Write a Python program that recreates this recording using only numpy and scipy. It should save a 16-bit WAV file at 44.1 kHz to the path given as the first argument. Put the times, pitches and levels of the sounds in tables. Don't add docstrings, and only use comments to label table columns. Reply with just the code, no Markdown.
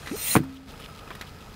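import sys
import numpy as np
from scipy import signal
from scipy.io import wavfile
from scipy.ndimage import uniform_filter1d, map_coordinates

SR = 44100
rng = np.random.default_rng(int(sys.argv[2]) if len(sys.argv) > 2 else 0)


def put_to_file(sound):
    columns = np.atleast_2d(sound).T
    safe = np.clip(columns, -1, 1)
    whole_steps = np.round(safe * 32767)
    wavfile.write(sys.argv[1], SR, whole_steps.astype(np.int16))


def boost_factor(decibels):
    exponent = np.asarray(decibels, float) / 20
    return 10 ** exponent


N = 68355

# time_s, level_db
FLOW = [
    (0.03, -45.5),
    (0.136, -36.5),
    (0.192, -34),
    (0.292, -26.5),
    (0.346, -22.5),
    (0.36, -27.5),
    (0.37, -27),
    (0.378, -38),
    (0.42, -61),
]
# pitch_hz, width_hz, level_db, reached_s
GAP_WHISTLES = [(2670, 750, -1, 0.26), (5600, 760, 0.5, 0.17), (7140, 390, -4.5, 0.27),
                (8530, 350, 0.5, 0.26), (8980, 470, 3, 0.27), (10060, 260, 0.5, 0.32),
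                (10880, 380, -1.5, 0.31), (11700, 370, -0.5, 0.11), (13760, 350, 3, 0.21),
                (14450, 350, 2, 0.31), (15400, 560, 3, 0.273)]
# pitch_hz, width_hz, level_db, centre_s, length_s
BRIEF_WHISTLES = [(4170, 120, -7.5, 0.194, 0.039), (3700, 77, -9, 0.225, .025), (4230, 130, -11, .25, .015),
                  (5100, 92, -15, 0.246, 0.029), (3350, 120, -9, 0.276, 0.017),
                  (3100, 110, -6.5, 0.274, 0.026), (1960, 150, -9, 0.3, 0.019), (4930, 90, -13, 0.282, .04),
                  (4060, 300, -4, 0.3097, 0.025), (3446, 120, -11, 0.292, 0.029),
                  (3050, 180, -8.5, 0.337, .016), (5150, 150, -9, 0.65, .008), (6960, 120, -7, 0.322, .02),
                  (6430, 90, -14, 0.3, 0.02), (8500, 87, -13.5, 0.31, 0.017),
                  (9640, 190, -5.5, 0.327, .025), (10300, 70, -6, 0.314, 0.028), (14760, 90, -8, .32, .025)]
# pitch_hz, width_hz, depth (0-1)
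GAP_NOTCHES = [(4650, 300, .6), (5550, 350, 0.85), (7800, 190, 0.8), (11250, 450, 1), (11950, 200, 0.7),
               (12850, 250, .9)]
WHISTLE_APPROACH_S, WHEEL_ECHO_T60_S, WHEEL_ECHO_SHARE = 0.094, 0.03, .45
TREBLE_HZ, TREBLE_OPENS_S, TREBLE_SHUT = 14100, 0.175, 0.79
GAP_GLIDE = .002

CHIRP_START_S, CHIRP_LENGTH_S, CHIRP_DB, CHIRP_FADE_DB = .114, 0.046, -27, -5
CHIRP_START_HZ, CHIRP_RISE_HZ_PER_S = 234, 5570
KNOCK_HZ, KNOCK_DB = 163, -30
# centre_s, level_db, length_ms
DENTS = [
    (.1142, -28, 2.0),
    (.1683, -34, 2.2),
]

# start_s, push_db, contact_ms, rebound (0-1)
POP = [(0.3543, -3.5, 0.4, 0.6), (0.3552, -10.5, 0.24, 0.3), (.3581, -9.5, .95, 0.2),
       (0.3635, -4.5, 0.19, 0.1), (.3672, -9, .7, 0.01), (.3678, -8.5, .8, .01), (0.3742, -15.5, 1.5, 0.3),
       (0.3772, -21, 1.54, 0), (.3915, -19, 1.4, 0.2), (.3948, -27, 1.3, .8), (.4040, -20, 2.0, 0.62),
       (0.4108, -26, 1.98, .9), (.443, -32, 2.24, 0.64)]
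# centre_s, level_db, length_ms
BULGES = [
    (.3558, -16, .8),
    (.3650, -14.5, 2.6),
    (.3666, -8, .4),
    (.3722, -14, 2.0),
]
# pitch_hz, level_db, t60_s
BODY_MODES = [(77.8, -23.5, 0.62), (147, -28, 0.26), (206, -48, 0.043), (266.5, -27, 1), (332, -26, 0.11),
              (470, -22, 0.048), (748, -35, 0.077), (1107, -30, 0.024), (1560, -30.5, 0.016),
              (2475, -27, 0.025), (3460, -34, 0.017)]
BODY_HIGHPASS_HZ = 77
SCUFF_DB, SCUFF_T60_S, SCUFF_HZ = -37.5, 0.074, 1370

# start_s, peak_db, pitch_hz, treble_db, t60_s
SNAPS = [(.031, -35, 1600, -21, 0.037), (.060, -31.5, 2030, -17, 0.035), (0.064, -31, 1980, -18, .02),
         (0.0727, -24, 1810, -28, 0.02), (0.0765, -26.5, 1960, -28, 0.02), (0.0833, -31, 1950, -25, 0.013),
         (0.0872, -35, 2040, -23, 0.022), (0.0951, -30, 1930, -25, 0.033), (0.1142, -30, 1306, -25, 0.032),
         (0.1669, -30.5, 1280, -15, 0.013), (0.436, -34, 900, -15, 0.034), (0.5439, -45, 1320, -4.5, 0.016),
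         (0.7198, -43, 3000, -1, 0.0069), (0.739, -36.5, 1324, -19, 0.044), (0.799, -36, 1270, -10, 0.045),
         (0.886, -38.5, 1370, -11, 0.021), (1.076, -33, 1280, -27, 0.054), (1.106, -26, 1580, -23, 0.014),
         (1.109, -31.5, 1136, -32, 0.03), (1.1119, -31, 1166, -32, 0.041),
         (1.1516, -31, 1910, -11.5, 0.027), (1.1545, -40, 2500, -19, .03), (1.197, -40, 3700, -22, .02),
         (1.2118, -22, 1970, -19, 0.021), (1.2122, -36.5, 3850, -18, 0.012),
         (1.2141, -29, 2760, -20, 0.011), (1.2164, -34.5, 1324, -20, 0.061),
         (1.2214, -34, 2030, -24, 0.037)]
SNAP_TICK_DB, SNAP_THUD_DB = -3, -27
SNAP_TAIL_DB, SNAP_TAIL_RATIO = -15.5, 2.6
# centre_s, level_db, length_ms
CRACKS = [
    (1.1056, -24, .19),
    (1.1516, -35, .14),
    (1.1630, -39, .2),
    (1.2128, -30, .13),
]
CRACK_BEFORE, CRACK_AFTER = .3, .35

# start_s, peak_db
TICKS = [(.7585, -38), (.7962, -39), (.8168, -37), (.8236, -33), (.832, -39), (.838, -39), (.8414, -34),
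         (.8608, -29.5), (.8625, -37)]
TICK_HZ, TICK_T60_S = 3200, .0045
# centre_s, level_db, length_s
PUFFS = [(0.566, -54, 0.011), (0.706, -51, 0.0063), (0.819, -52.5, 0.026), (0.851, -51.5, 0.0094),
         (0.992, -49.5, 0.007), (1.133, -52.5, 0.01), (1.275, -50, 0.01), (1.414, -50, 0.0075),
         (1.501, -58, 0.004)]
PUFF_HZ, PUFF_AIR_DB = 3160, -7.5
GRIT_PER_S, GRIT_DB, GRIT_SPREAD_DB, GRIT_HZ = 660, -59.5, 3.5, 3200

FIRING_HZ, FIRING_DB, FIRING_SCATTER_DB = 29.07, -51, 1.5
# pitch_hz, width_hz, level_db
EXHAUST = [
    (59.7, 30.4, 2),
    (82.7, 24, -2),
    (128.7, 37, -3.5),
    (204, 40, -10),
    (434, 43, -18.5),
]
# pitch_hz, density_db (per Hz)
BAY = [(18, -31), (30, 3), (209, -3), (318, -12.5), (459, -9), (775, -10.5), (1310, -14.5), (1610, -14.5),
       (15800, -38)]
BAY_DB, BAY_SWELL_DB, BAY_FLICKER_DB = -47.5, .4, 1.5
# pitch_hz, width_hz, level_db
BAY_HUMS = [
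    (456, 61, -65),
    (1280, 104, -58.5),
    (2526, 67, -67.5),
    (5010, 160, -68.5),
]
HUM_FLICKER_DB = 1.2

# time_s, gain_db
GAIN = [
    (0, 2.5),
    (.36, 2),
    (.40, 2),
    (.55, -3.5),
    (.655, -6.5),
    (.69, 2),
    (1.55, 1),
]
GRIT_GAIN_SHARE, MIC_GAIN_SHARE = .7 - .5, 0.96
MIC_HISS_DB = -66.5
PHONE_TOP_HZ = 15680


def level(x, db):
    return x * boost_factor(db) / np.sqrt(np.mean(x ** 2))


def curve(table):
    return np.interp(np.arange(N) / SR, [row[0] for row in table], [row[1] for row in table])


def white():
    return rng.standard_normal(N)


def band(x, hz, width):
    return signal.lfilter(*signal.iirpeak(min(hz, .45 * SR), hz / width, fs=SR), x)


def steep(x, hz, width):
    return band(band(x, hz, width), hz, width * 1.34)


def ring(x, hz, t60):
    radius = np.exp(-np.log(1000) / (t60 * SR))
    angle = 2 * np.pi * hz / SR
    return signal.lfilter([0, np.sin(angle)], [1, -2 * radius * np.cos(angle), radius * radius], x)


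def fade(t, t60):
    return (t >= 0) * boost_factor(-60 * np.clip(t, 0, 2) / t60)


def bump(s, ms):
    return np.exp(-((np.arange(N) / SR - s) / (ms / 2000)) ** 2)


def walk(rate):
    hold = int(SR / rate)
    steps = np.repeat(rng.standard_normal(N // hold + 1), hold)
    return 1.33 * uniform_filter1d(uniform_filter1d(steps, hold), hold)[:N]


def leak():
    t = np.arange(N) / SR
    air = level(band(white(), 6800, 18300), 0)
    for hz, width, db, s in GAP_WHISTLES:
        near = -8 * np.clip(((t - s) / WHISTLE_APPROACH_S) ** 2, 0, 1.5)
        air = air + boost_factor(db - 5 + near + walk(39.6)) * level(band(white(), hz, width), 0)
    for hz, width, db, s, length in BRIEF_WHISTLES:
        swell = np.exp(-((t - s) / length) ** 2)
        air = air + boost_factor(db) * swell * level(steep(white(), hz, width), 0)
    for hz, width, depth in GAP_NOTCHES:
        air = air - depth * band(air, hz, width)
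    air = air / np.std(air[int(.3 * SR):int(.34 * SR)])
    echo = rng.standard_normal(2000) * fade(t[:2000], WHEEL_ECHO_T60_S)
    echoed = signal.fftconvolve(air, echo / np.linalg.norm(echo))[:N]
    air = np.sqrt(1 - WHEEL_ECHO_SHARE ** 2) * air + WHEEL_ECHO_SHARE * echoed
    shut = TREBLE_SHUT * np.clip((TREBLE_OPENS_S - t) / 0.025, 0, 1)
    air = air - shut * band(air, TREBLE_HZ, 9600)
    drift = np.cumsum(GAP_GLIDE * np.clip((t - .27) / .1, -2, 1))
    air = map_coordinates(air, [np.arange(N) + drift], mode="mirror")
    return air * boost_factor(curve(FLOW)) * (t < FLOW[-1][0])


def chirp():
    t = np.arange(N) / SR - CHIRP_START_S
    shape = np.clip(np.minimum(t / .001, (CHIRP_LENGTH_S - t) / 0.0017), 0, 1)
    shape = shape * boost_factor(CHIRP_FADE_DB * np.clip(t / CHIRP_LENGTH_S, 0, 1))
    phase = 2 * np.pi * (CHIRP_START_HZ * t + CHIRP_RISE_HZ_PER_S * t ** 2 / 2) + 0.27 * walk(300)
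    tone = boost_factor(CHIRP_DB + 0.82 * walk(253)) * shape * (np.cos(phase) + 0.12 * np.cos(2 * phase))
    knock = boost_factor(KNOCK_DB) * fade(t, 0.036) * np.sin(2 * np.pi * KNOCK_HZ * t)
    dents = sum(boost_factor(db) * bump(s, ms) for s, db, ms in DENTS)
    return knock - dents - tone


def pop():
    t = np.arange(N) / SR
    push, scuff = 0, 0
    for s, db, ms, rebound in POP:
        push = push + boost_factor(db) * (rebound * bump(s + ms / 1000, ms) - bump(s, ms))
        scuff = scuff + boost_factor(db) * fade(t - s, SCUFF_T60_S) / ms
    push = push + sum(boost_factor(db) * bump(s, ms) for s, db, ms in BULGES)
    body = sum(boost_factor(db) * ring(push, hz, t60) * hz / SR * 10 for hz, db, t60 in BODY_MODES)
    highpass = signal.butter(2, BODY_HIGHPASS_HZ, "high", fs=SR, output="sos")
    near = signal.sosfilt(highpass, push + body)
    return near + boost_factor(SCUFF_DB) * scuff * level(steep(white(), SCUFF_HZ, 1370), 0)


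def snaps():
    t, out = np.arange(N) / SR, 0
    noise, chance = white(), rng.standard_normal((len(SNAPS), 2))
    treble = level(band(noise, 12000, 9400), SNAP_TICK_DB)
    for (s, db, hz, treble_db, t60), (detune, detune_top) in zip(SNAPS, chance):
        kick = (.15 * noise - 1) * fade(t - s, 0.00079)
        body = ring(kick, hz, t60)
        body = body + 0.42 * ring(kick, hz * (1.219 + 0.101 * detune), t60 * 0.47)
        body = body + 1.2 * ring(kick, hz * (2.0 + 0.02 * detune_top), t60 * 0.6)
        body = body / np.abs(body).max()
        thud = ring(np.abs(kick), hz * 0.39, 0.015)
        thud = boost_factor(SNAP_THUD_DB) * thud / np.abs(thud).max()
        tick = boost_factor(treble_db) * treble * fade(t - s, 1.16 * t60)
        rustle = level(steep(noise[::-1], hz * 0.92, hz * 1.07), SNAP_TAIL_DB)
        tail = rustle * fade(t - s, SNAP_TAIL_RATIO * t60)
        out = out + boost_factor(db) * (body - thud + tick + tail)
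    return out


def cracks():
    out = 0
    for s, db, ms in CRACKS:
        flanks = CRACK_BEFORE * bump(s - 2 * ms / 1000, ms) + CRACK_AFTER * bump(s + ms / 1000, ms)
        out = out + boost_factor(db) * (flanks - bump(s, ms))
    return out


def ticks():
    kick = np.zeros(N)
    for s, db in TICKS:
        kick[int(s * SR)] = boost_factor(db)
    upper = 0.3 * ring(kick, 1.66 * TICK_HZ, TICK_T60_S)
    lower = 0.49 * ring(kick, 0.71 * TICK_HZ, TICK_T60_S)
    return ring(kick, TICK_HZ, TICK_T60_S) - upper + lower


def puffs():
    t, noise = np.arange(N) / SR, white()
    shape = sum(boost_factor(db) * np.exp(-((t - s) / length) ** 2) for s, db, length in PUFFS)
    tone = level(steep(noise, PUFF_HZ, 1300), 0) + level(steep(noise, 5100, 720), -18)
    tone = tone + level(band(noise, 5300, 9000), PUFF_AIR_DB)
    return shape * boost_factor(2.6 * walk(300)) * tone


def grit():
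    hit = rng.random(N) < GRIT_PER_S / SR * boost_factor(6.0 * walk(18))
    strength = boost_factor(GRIT_SPREAD_DB * np.minimum(rng.exponential(size=N), 2.5))
    clicks = hit * strength * white()
    out = band(clicks, GRIT_HZ, 1130) + .5 * band(clicks, 4060, 670) + band(clicks, 1390, 130)
    return level(out + 0.061 * clicks, GRIT_DB)


def exhaust():
    chance = rng.standard_normal((60, 2))
    at = (np.arange(len(chance)) + 0.027 * chance[:, 0] + 0.1466) / FIRING_HZ
    inside = at < N / SR
    pulses = np.zeros(N)
    pulses[(at[inside] * SR).astype(int)] = boost_factor(FIRING_SCATTER_DB * chance[inside, 1])
    out = 0
    for hz, width, db in EXHAUST:
        out = out + boost_factor(db) * band(band(pulses, hz, width), hz, 2 * width) * hz / width
    return level(out, FIRING_DB)


def engine_bay():
    bay, swell = 0, walk(6.8)
    table_hz, table_db = np.array(BAY).T
    for hz in 32 * 2 ** np.arange(0, 9.1, 1 / 3):
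        db = np.interp(np.log(hz), np.log(table_hz), table_db)
        db = db + BAY_SWELL_DB * swell + BAY_FLICKER_DB * walk(14.17)
        bay = bay + boost_factor(db) * band(band(white(), hz, hz / 3), hz, hz / 2)
    return level(bay, BAY_DB)


def hums():
    out = 0
    for hz, width, db in BAY_HUMS:
        out = out + boost_factor(HUM_FLICKER_DB * walk(18.6)) * level(steep(white(), hz, width), db)
    return out


def mic_hiss():
    return level(steep(white(), 12000, 16000), MIC_HISS_DB)


def scene():
    gain_db = curve(GAIN)
    car = exhaust() + engine_bay() + boost_factor(GRIT_GAIN_SHARE * gain_db) * grit() + hums()
    background = boost_factor(gain_db) * car + boost_factor(MIC_GAIN_SHARE * gain_db) * mic_hiss()
    tube = leak() + chirp() + pop() + snaps() + cracks()
    tread = puffs() + ticks()
    return (tube + tread + background)[None]


def band_limit(x):
    return signal.sosfilt(signal.butter(12, 16530, fs=SR, output="sos"), x)


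def record(dry):
    lowpass = signal.ellip(14, .2, 90, PHONE_TOP_HZ, fs=SR, output="sos")
    mix = signal.sosfilt(lowpass, dry)
    return band_limit(mix)


dry = scene()
out = record(dry)
put_to_file(out)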